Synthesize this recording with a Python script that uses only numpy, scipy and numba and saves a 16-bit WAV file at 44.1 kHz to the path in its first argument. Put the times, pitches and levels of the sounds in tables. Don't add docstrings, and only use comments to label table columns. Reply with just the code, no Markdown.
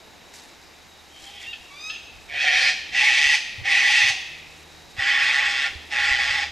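import sys
import numpy as np
from scipy import signal
from scipy.io import wavfile
from numba import njit

SR = 44100
rng = np.random.default_rng(int(sys.argv[2]) if len(sys.argv) > 2 else 0)


def volts_from_decibels(level):
    exponent = np.asarray(level, float) / 20
    return 10 ** exponent


def digitize_waveform(pressure):
    field = np.atleast_2d(pressure).T
    bounded = np.clip(field, -1, 1)
    quanta = np.round(bounded * 32767).astype(np.int16)
    wavfile.write(sys.argv[1], SR, quanta)


N = 287190

# (start [s], swell [s], let go [s], full effort [dB], sag over the hold [dB])
SCREECHES = [
    (2.28, 0.17, 2.692, -17, -1.5),
    (2.91, 0.096, 3.35, -15.5, 0.24),
    (3.63, 0.086, 4.094, -16.5, -1.44),
    (4.958, 0.11, 5.665, -18.0, 1.7),
    (5.895, 0.091, 6.438, -19, 3),
]
# (windpipe [Hz], windpipe ceiling [dB], beak brightness [dB], brightening [dB/s], beak opening [share/s])
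VOICES = [(756, -37.5, -17.5, 25, -0.014), (813, -40, -13.5, 9, 0.015), (827, -39.5, -13, 6.5, 0.12),
          (824, -41, -13, 1.5, 0.022), (822, -38.5, -11.5, 1, 0.019)]
# (centre [Hz], width [Hz], level [dB])
THROAT_FIRST = [(1110, 140, -23.5), (1420, 94, -27), (1810, 162, 0), (2364, 240, 1.5), (3150, 260, -7),
                (3670, 310, -14), (4310, 320, 2), (4990, 180, 1.5), (5250, 210, -7), (5680, 200, 0),
                (6530, 630, -11), (7850, 790, -19), (9550, 1800, -24.5)]
THROAT_LOUD = [(1050, 160, -23), (1350, 106, -29.5), (1931, 187, 0.5), (2498, 320, -2), (3180, 340, -10.5),
               (3370, 396, -8), (4380, 860, -5), (4870, 390, 0.5), (5400, 300, -5), (6044, 160, 0.5),
               (6600, 280, -9), (7550, 490, -12), (9000, 1040, -17), (9780, 2500, -25.5)]
THROAT_LATE = [(1102, 70, -19), (1363, 180, -27), (1911, 256, -2.5), (2550, 370, -9.5), (3160, 150, -12),
               (3463, 243, -12), (4110, 235, 0.5), (4570, 240, 1.5), (5114, 490, 0), (5930, 350, -8),
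               (6540, 210, -5), (6770, 100, -8.5), (7560, 660, -9.5), (9300, 200, -17), (10100, 300, -20),
               (11500, 1700, -34)]
THROAT_RASP = [(1990, 200, -6.5), (2440, 440, -5), (3300, 300, -2), (3640, 200, -13), (4860, 1200, 0)]
THROAT_CLICK = [(1360, 66, -12), (1763, 52, -4), (2615, 160, 5), (3240, 360, -6.5), (4400, 930, 0)]
ONSET_DB, KNEE_SHARE, KNEE_DB_PER_S = -25, 0.33, -64
RELEASE_S, RELEASE_DB = 0.066, -23.5
EFFORT_WAVER_DB, WAVER_PER_S = 0.6, 9.0
PIPE_UNDER_DB, PIPE_WAVER_DB, PIPE_HZ_PER_DB, PIPE_WAVER_HZ = -17.5, 1, 4.5, 19.3
BEAK_WAVER_DB, GAPE_WAVER, FLUTTER, FLUTTER_WAVER = 0.9, 0.016, 0.4, 0.2

# (time [s], effort [dB])
RASP_EFFORT = [(1.12, -60), (1.2, -54), (1.3, -47.5), (1.38, -42.5), (1.44, -36.5), (1.475, -41)]
RASP_VOICE = (800, -63, 0.5, -45.0, 0.0)
CLICK_VOICE = (814, -68, -15, 0.0, 0.0)
# (time [s], peak [dB], drop [dB], length [s])
CLICKS = [
    (1.531, -28, 13.5, 0.037),
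    (1.899, -25.5, 12, 0.082),
]
CLICK_RISE_S, CLICK_DROP_S = 0.0085, 0.019
# (time [s], pitch [Hz], level [dB])
SQUEAK_LOW = [(1.455, 890, -45), (1.468, 905, -39), (1.495, 936, -38), (1.522, 937, -38.5),
              (1.53, 945, -50)]
SQUEAK_HIGH = [(1.7, 1130, -55), (1.73, 1140, -50), (1.765, 1175, -43), (1.8, 1220, -39), (1.85, 1255, -36),
               (1.885, 1270, -34), (1.905, 1285, -32), (1.92, 1285, -44)]
# (multiple [1], level [dB])
SQUEAK_LOW_TONES = [(2, -12), (3, 0), (4, -5), (5, -20)]
SQUEAK_HIGH_TONES = [(1, -8), (2, 4.5), (3, 1.5), (4, 1.5), (5, -3), (6, -14), (7, -24)]
# (start [s], length [s], first pitch [Hz], last pitch [Hz],
# top [dB])
WHISTLES = [
    (0.09, 0.08, 6900, 6850, -67),
    (0.567, 0.2, 5050, 4880, -61),
    (1.104, 0.12, 3153, 3210, -48.5),
    (1.18, 0.204, 781, 811, -56.5),
    (1.219, 0.118, 3090, 3230, -46.5),
    (1.334, 0.1, 3250, 3300, -45.5),
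]
WHISTLE_EDGE_DB = -9

# (delay [s], left gain
ECHOES = [(.0026, 0.15, 0.1), (.0036, 0.17, 0.24), (.0055, .1, .1), (.00714, 0.5, 0.56),
          (0.0127, 0.1, 0.16), (.0157, .08, .12), (.0213, 0.16, 0.09)]
# (frequency [Hz], T60 [s])
TREES_T60 = [(600, 0.2), (1600, 1.02), (2600, 1.215), (4000, 0.86), (8000, 0.59), (14000, 1.1)]
# (frequency [Hz], level [dB])
TREES_COLOUR = [(500, 14.5), (1300, -0.5), (1900, -5), (4000, 3.5), (8000, 4.5), (15000, -3.5)]
RASP_ENDS_S, SOFT_ENDS_S, TURN_S = 1.65, 2.25, 4.7
ASIDE_RASP_DB, ASIDE_SOFT_DB, ASIDE_LOUD_DB, ASIDE_LATE_DB = 3.0, 6.5, 2.7, 0.1

# (peak time [s], peak [dB], rise [dB/s], fall [dB/s])
RUSTLE = [(0.3, -60, 500, 150), (0.34, -51, 900, 70), (0.62, -65, 54.5, 25), (0.97, -65, 800, 119),
          (1.244, -53.5, 116, 54), (1.414, -54, 400, 56), (1.62, -59, 300, 17), (1.888, -58, 60.5, 90),
          (2.212, -61, 305, 52.5), (4.5, -60.5, 70, 15), (5.9, -61.5, 1, 138)]
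# (frequency [Hz], density [dB/Hz])
RUSTLE_COLOUR = [(1180, -34), (2000, -4.5), (3550, -12.5), (3640, -8), (4360, -4.5), (6520, -8),
                 (13300, -22.5), (15500, -34)]
BREEZE_DB = -75.5
# (time [s], peak [dB], pitch [Hz], T60 [s], left minus right [dB])
BUMPS = [(2.159, -51, 50, 0.067, -2), (2.549, -47, 66.5, 0.062, 1), (2.688, -53, 51.1, 0.08, -1),
         (3.26, -44.5, 52, 0.058, -6.0), (3.579, -45, 99.5, 0.21, 6), (3.614, -44.5, 105, 0.068, -21),
         (4.037, -48, 110, 0.098, 9), (4.097, -48, 111, 0.077, -11), (4.982, -39, 96, 0.062, 6),
         (5.753, -44, 74, 0.095, -11), (6.111, -38, 57, 0.066, -11), (6.3, -45, 73.6, 0.058, -17)]

# (frequency [Hz], density [dB/Hz])
AIR_COLOUR = [(88, -41), (150, -5.5), (285, -2.5), (339, -0.5), (429, -2), (632, -5.5), (739, 0.5),
              (989, -7), (1990, -6), (3300, -8.5), (3930, -21), (4870, -8.5), (6920, -18), (8730, -24.5),
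              (15600, -26)]
AIR_DB, TRAFFIC_TOP_HZ = -49.5, 710
# (peak time [s], peak [dB], rise [dB/s], fall [dB/s])
TRAFFIC = [
    (0.3, 1.5, 0.3, -7),
    (3.15, 2.5, 2.5, 18),
    (3.77, 4.5, 18, 27),
    (6.1, 3.5, 1.5, -1),
]
# (peak time [s], peak [dB], rise [dB/s], fall [dB/s])
ENGINE_DRONE = [
    (4.7, -55, 7, 25),
    (6.5, -47, 8.3, 6),
]
# (peak time [s], peak [dB], rise [dB/s], fall [dB/s])
ENGINE_OCTAVE = [
    (4.3, -57, 108, 7),
]
ENGINE_HZ, ENGINE_IDLE_DB, LABOUR_ENDS_S = 76.6, -62, 4.95
INSECTS_HZ, INSECTS_WIDTH_HZ, INSECTS_DB = 3817, 380, -58
# (peak time [s], peak [dB], rise [dB/s], fall [dB/s])
WIND = [(1.47, -60, 30, 16), (2.45, -55, 8, 12), (3.12, -55, 14, 28), (3.75, -55, 15, 9),
        (5.06, -55, 19, 25), (5.73, -56, 12, 5), (6.24, -49.5, 22, 30)]
CALM_DB = -63
# (frequency [Hz], left-right likeness [1])
LIKENESS = [(90, .1), (130, 0.83), (290, 0.39), (640, 0.71), (1400, 0.74), (3100, 0.89), (6800, 1),
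            (10000, 0.28), (15000, .999)]


def screeches():
    out = np.zeros(N)
    throats = [THROAT_FIRST, THROAT_LOUD, THROAT_LOUD, THROAT_LATE, THROAT_LATE]
    for (s, swell_s, end_s, full_db, sag_db), voice, throat in zip(SCREECHES, VOICES, throats):
        held_db = full_db - sag_db
        effort = [(s, full_db + ONSET_DB),
                  (s + KNEE_SHARE * swell_s, full_db + KNEE_DB_PER_S * swell_s),
                  (s + swell_s, full_db),
                  (end_s, held_db),
                  (end_s + RELEASE_S, held_db + RELEASE_DB)]
        harsh(out, voiced(effort, voice, FLUTTER, waver=1), throat)
    return out


def soft_calls():
    out = np.zeros(N)
    harsh(out, voiced(RASP_EFFORT, RASP_VOICE, 0.15, waver=0.56), THROAT_RASP)
    for s, db, drop_db, length_s in CLICKS:
        effort = [(s - CLICK_RISE_S, db - 11), (s, db), (s + CLICK_DROP_S, db - drop_db), (s + length_s, db - 8.5)]
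        harsh(out, voiced(effort, CLICK_VOICE, 0.05, waver=0), THROAT_CLICK)
    squeak(out, SQUEAK_LOW, SQUEAK_LOW_TONES, push_db=0)
    squeak(out, SQUEAK_HIGH, SQUEAK_HIGH_TONES, wobble=0.006, push_db=6.5)
    for s, length_s, first_hz, last_hz, db in WHISTLES:
        rows = [(s, first_hz, db + WHISTLE_EDGE_DB),
                (s + length_s / 2, (first_hz + last_hz) / 2, db),
                (s + length_s, last_hz, db + WHISTLE_EDGE_DB)]
        squeak(out, rows, [(1, 0)], wobble=0.025, push_db=-0.5)
    return out


def voiced(effort, voice, flutter, waver):
    s, db = np.transpose(effort)
    pipe_hz, ceiling_db, bright_db, brighten_db_per_s, opening_per_s = voice
    t = np.union1d(np.arange(s[0], s[-1], 0.01), s)
    into_s = t - s[0]
    chance = [waver * drift(WAVER_PER_S, SR)[(into_s * SR).astype(int)] for k in range(6)]
    effort_db = np.interp(t, s, db)
    pipe_db = np.minimum(PIPE_UNDER_DB, ceiling_db - effort_db) + PIPE_WAVER_DB * chance[0]
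    pipe_hz = pipe_hz + PIPE_HZ_PER_DB * (effort_db - db.max()).clip(-12) + PIPE_WAVER_HZ * chance[2]
    return np.transpose([t,
                         effort_db + EFFORT_WAVER_DB * chance[1],
                         pipe_hz,
                         pipe_db,
                         bright_db + brighten_db_per_s * into_s + BEAK_WAVER_DB * chance[3],
                         flutter + FLUTTER_WAVER * chance[4],
                         1 + opening_per_s * into_s + GAPE_WAVER * chance[5]])


def harsh(out, rows, throat):
    slap_hz, jitter, flutter_hz, breath, split_hz = 1250, 0.35, 138, 0.24, 3950
    start, (effort_db, pipe_hz, pipe_db, bright_db, flutter, opening) = span(rows)
    size = len(effort_db)
    slap_rate = (1 + jitter * drift(700, size)).clip(0)
    slaps = np.diff(np.floor(np.cumsum(slap_hz / SR * slap_rate)), prepend=0)
    turn = np.cumsum(flutter_hz / SR * (1 + 0.1 * drift(25, size))) % 1
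    bursts = 1 - flutter.clip(0, 1) * (1 - 2.2 * np.exp(-3.0 * turn))
    source = (rms_one(slaps - slaps.mean()) + breath * rng.standard_normal(size)) * bursts

    gape = (opening / np.median(opening)) ** 1.24
    body, beak = 0, 0
    for k, (hz, width_hz, db) in enumerate(throat):
        gain = (-1) ** k * volts_from_decibels(db + 1.3 * drift(13, size))
        centre_hz = hz * gape if hz > 2200 else hz
        ring = gain * twice(source, centre_hz, 1.62 * width_hz)
        if hz < split_hz:
            body = body + ring
        else:
            beak = beak + ring
    pipe = twice(source, pipe_hz, 60.5)
    pipe = pipe + 0.52 * twice(source, 0.88 * pipe_hz, 60.0)
    pipe = pipe + 0.24 * twice(source, 0.72 * pipe_hz, 65.0)
    voice = rms_one(body) + volts_from_decibels(pipe_db) * rms_one(pipe) + volts_from_decibels(bright_db) * rms_one(beak)
    add(out, start, volts_from_decibels(effort_db - 3.5) * voice)


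def squeak(out, rows, tones, wobble=0.0043, push_db=2.0):
    start, (hz, level_db) = span(rows)
    size = len(hz)
    phase = 2 * np.pi * np.cumsum(hz * (1 + wobble * drift(104, size))) / SR
    push = np.minimum(np.linspace(-1.5, 1.5, size), 0)
    wave = 0
    for k, db in tones:
        tone_db = db + push_db * (k - 3) * push + 1.5 * drift(30, size)
        wave = wave + volts_from_decibels(tone_db) * np.sin(k * phase)
    add(out, start, volts_from_decibels(level_db) * rms_one(wave))


def woods(x):
    tail_db, dull_hz, right_share, right_hz = -57, 5000, 0.26, 3000
    dull = signal.lfilter(*signal.butter(1, dull_hz, fs=SR), x)
    out = x + right_share * signal.lfilter(*signal.butter(2, right_hz, fs=SR), x) * [[-1], [1]]
    for delay_s, left, right in ECHOES:
        lag = round(delay_s * SR)
        out[:, lag:] += dull[:-lag] * [[left], [right]]
    t = np.arange(N) / SR
    aside_db = np.select([t < RASP_ENDS_S, t < SOFT_ENDS_S, t < TURN_S],
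                         [ASIDE_RASP_DB, ASIDE_SOFT_DB, ASIDE_LOUD_DB], ASIDE_LATE_DB)
    scatter = banded_noise(TREES_COLOUR, 0, decay=TREES_T60)
    scatter *= 1 - np.exp(-np.arange(scatter.shape[1]) / SR / 0.0012)
    tail = signal.oaconvolve((x * volts_from_decibels(aside_db))[None], scatter, axes=1)[:, :N]
    return out + volts_from_decibels(tail_db) * tail


def leaves():
    gain = volts_from_decibels(BREEZE_DB) + volts_from_decibels(swells(RUSTLE, -90) + 5.5)
    grain = volts_from_decibels(2.0 * drift(150, N))
    return gain * grain * banded_noise(RUSTLE_COLOUR, 1.2, per_octave=2)


def bumps():
    out, t = np.zeros((2, N)), np.arange(SR // 3) / SR
    contact = 1 - np.exp(-t / 0.0046)
    for s, db, hz, t60_s, pan_db in BUMPS:
        ring = volts_from_decibels(db + 14.0 - 60 * t / t60_s) * contact * np.sin(2 * np.pi * hz * t)
        both = ring * volts_from_decibels(np.array([[pan_db / 2], [-pan_db / 2]]))
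        at = int(s * SR)
        out[:, at:at + len(t)] += both[:, :N - at]
    return out


def wind():
    low = signal.butter(2, 95, fs=SR, output="sos")
    high = signal.butter(1, 22, "high", fs=SR, output="sos")
    noise = rms_one(signal.sosfilt(np.vstack([low, high]), rng.standard_normal((2, N))))
    lumps = volts_from_decibels(4.1 * np.array([drift(5.9, N), drift(11, N)]) + [[-1.5], [1.5]])
    return volts_from_decibels(swells(WIND, CALM_DB)) * lumps * noise


def insects():
    band = twice(rng.standard_normal(N), INSECTS_HZ, INSECTS_WIDTH_HZ)
    return volts_from_decibels(INSECTS_DB + 1.4 * drift(2.2, N)) * rms_one(band)


def engine():
    level_db = swells(ENGINE_DRONE, ENGINE_IDLE_DB) + 1.4 * drift(8.7, N)
    octave_db = swells(ENGINE_OCTAVE, -70) - 100 * (np.arange(N) / SR - LABOUR_ENDS_S).clip(0)
    phase = 2 * np.pi * np.cumsum(ENGINE_HZ * (1 + 0.0077 * drift(2.1, N))) / SR
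    return volts_from_decibels(level_db) * np.sin(phase) + volts_from_decibels(octave_db) * np.sin(2 * phase)


def air_and_traffic():
    air = volts_from_decibels(AIR_DB) * banded_noise(AIR_COLOUR, 0.4)
    traffic = signal.lfilter(*signal.butter(1, TRAFFIC_TOP_HZ, fs=SR), air)
    return air + (volts_from_decibels(swells(TRAFFIC, -2.5)) - 1) * traffic


def banded_noise(spectrum, patchy_db, decay=None, per_octave=2.5):
    size = N if decay is None else 5 * SR // 4
    white = rng.standard_normal((2, 2, size))
    low, high = spectrum[0][0], 1.1 * spectrum[-1][0]
    edges = np.geomspace(low, high, round(per_octave * np.log2(high / low)))
    flicker = [volts_from_decibels(patchy_db * drift(16, size)) for k in range(3)]
    out = 0
    for k, (low, high) in enumerate(zip(edges, edges[1:])):
        band = signal.butter(2, [low, high], "band", fs=SR, output="sos")
        mid, side = signal.sosfilt(band, white[k % 2])
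        hz = np.sqrt(low * high)
        alike = np.clip(at_hz(LIKENESS, hz), -1, 1)
        gain = volts_from_decibels(at_hz(spectrum, hz)) * np.roll(flicker[k % 3], 5000 * k)
        if decay is not None:
            gain = gain * volts_from_decibels(-60 * np.arange(size) / SR / at_hz(decay, hz))
        out = out + np.array([np.sqrt(1 + alike) * gain * mid, np.sqrt(1 - alike) * gain * side])
    return rms_one(np.array([out[0] + out[1], out[0] - out[1]]))


def swells(rows, floor_db):
    t = np.arange(N) / SR
    peaks = [db - np.maximum(abs(rise) * (s - t), abs(fall) * (t - s)) for s, db, rise, fall in rows]
    return np.maximum(np.max(peaks, axis=0), floor_db)


def drift(rate_hz, size):
    r = np.exp(-16 * np.pi * rate_hz / SR)
    slow = signal.lfilter([1], [1, -2 * r, r * r], rng.standard_normal(size // 8 + 3002))[3000:]
    return np.interp(np.arange(size) / 8, np.arange(len(slow)), rms_one(slow))


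@njit
def gliding(x, turn, r):
    out = np.zeros(len(x))
    for i in range(2, len(x)):
        out[i] = (1 - r * r) / 2 * (x[i] - x[i - 2]) + 2 * r * turn[i] * out[i - 1] - r * r * out[i - 2]
    return out


def twice(x, hz, width_hz):
    turn = np.cos(2 * np.pi * hz / SR) + 0 * x
    r = np.exp(-np.pi * width_hz / SR)
    return gliding(gliding(x, turn, r), turn, r)


def span(rows):
    s, *columns = np.transpose(rows)
    start = max(int(s[0] * SR), 0)
    t = np.arange(start, min(int(s[-1] * SR) + 1, N)) / SR
    return start, [np.interp(t, s, c) for c in columns]


def add(out, start, x, fade_s=0.0098):
    k = np.arange(len(x))
    out[start:start + len(x)] += x * np.clip(np.minimum(k, k[::-1]) / (fade_s * SR), 0, 1)


def at_hz(points, hz):
    points = np.array(points)
    return np.interp(np.log(hz), np.log(points[:, 0]), points[:, 1])


def rms_one(x):
    return x / np.sqrt(np.mean(x ** 2) + 1e-20)


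def scene():
    calls = woods(screeches() + soft_calls())
    background = air_and_traffic() + engine() + insects() + wind()
    return calls + leaves() + bumps() + background


def roll_off(x):
    return signal.sosfilt(signal.butter(12, 15800, fs=SR, output="sos"), x)


def record(dry):
    mid, side = (dry[0] + dry[1]) / 2, (dry[0] - dry[1]) / 2
    side = signal.sosfiltfilt(signal.butter(4, 9000, fs=SR, output="sos"), side)
    top_cut = signal.cheby2(12, 70, 15900, fs=SR, output="sos")
    cut = signal.sosfilt(top_cut, [mid + side, mid - side])
    return roll_off(cut)


dry = scene()
out = record(dry)
digitize_waveform(out)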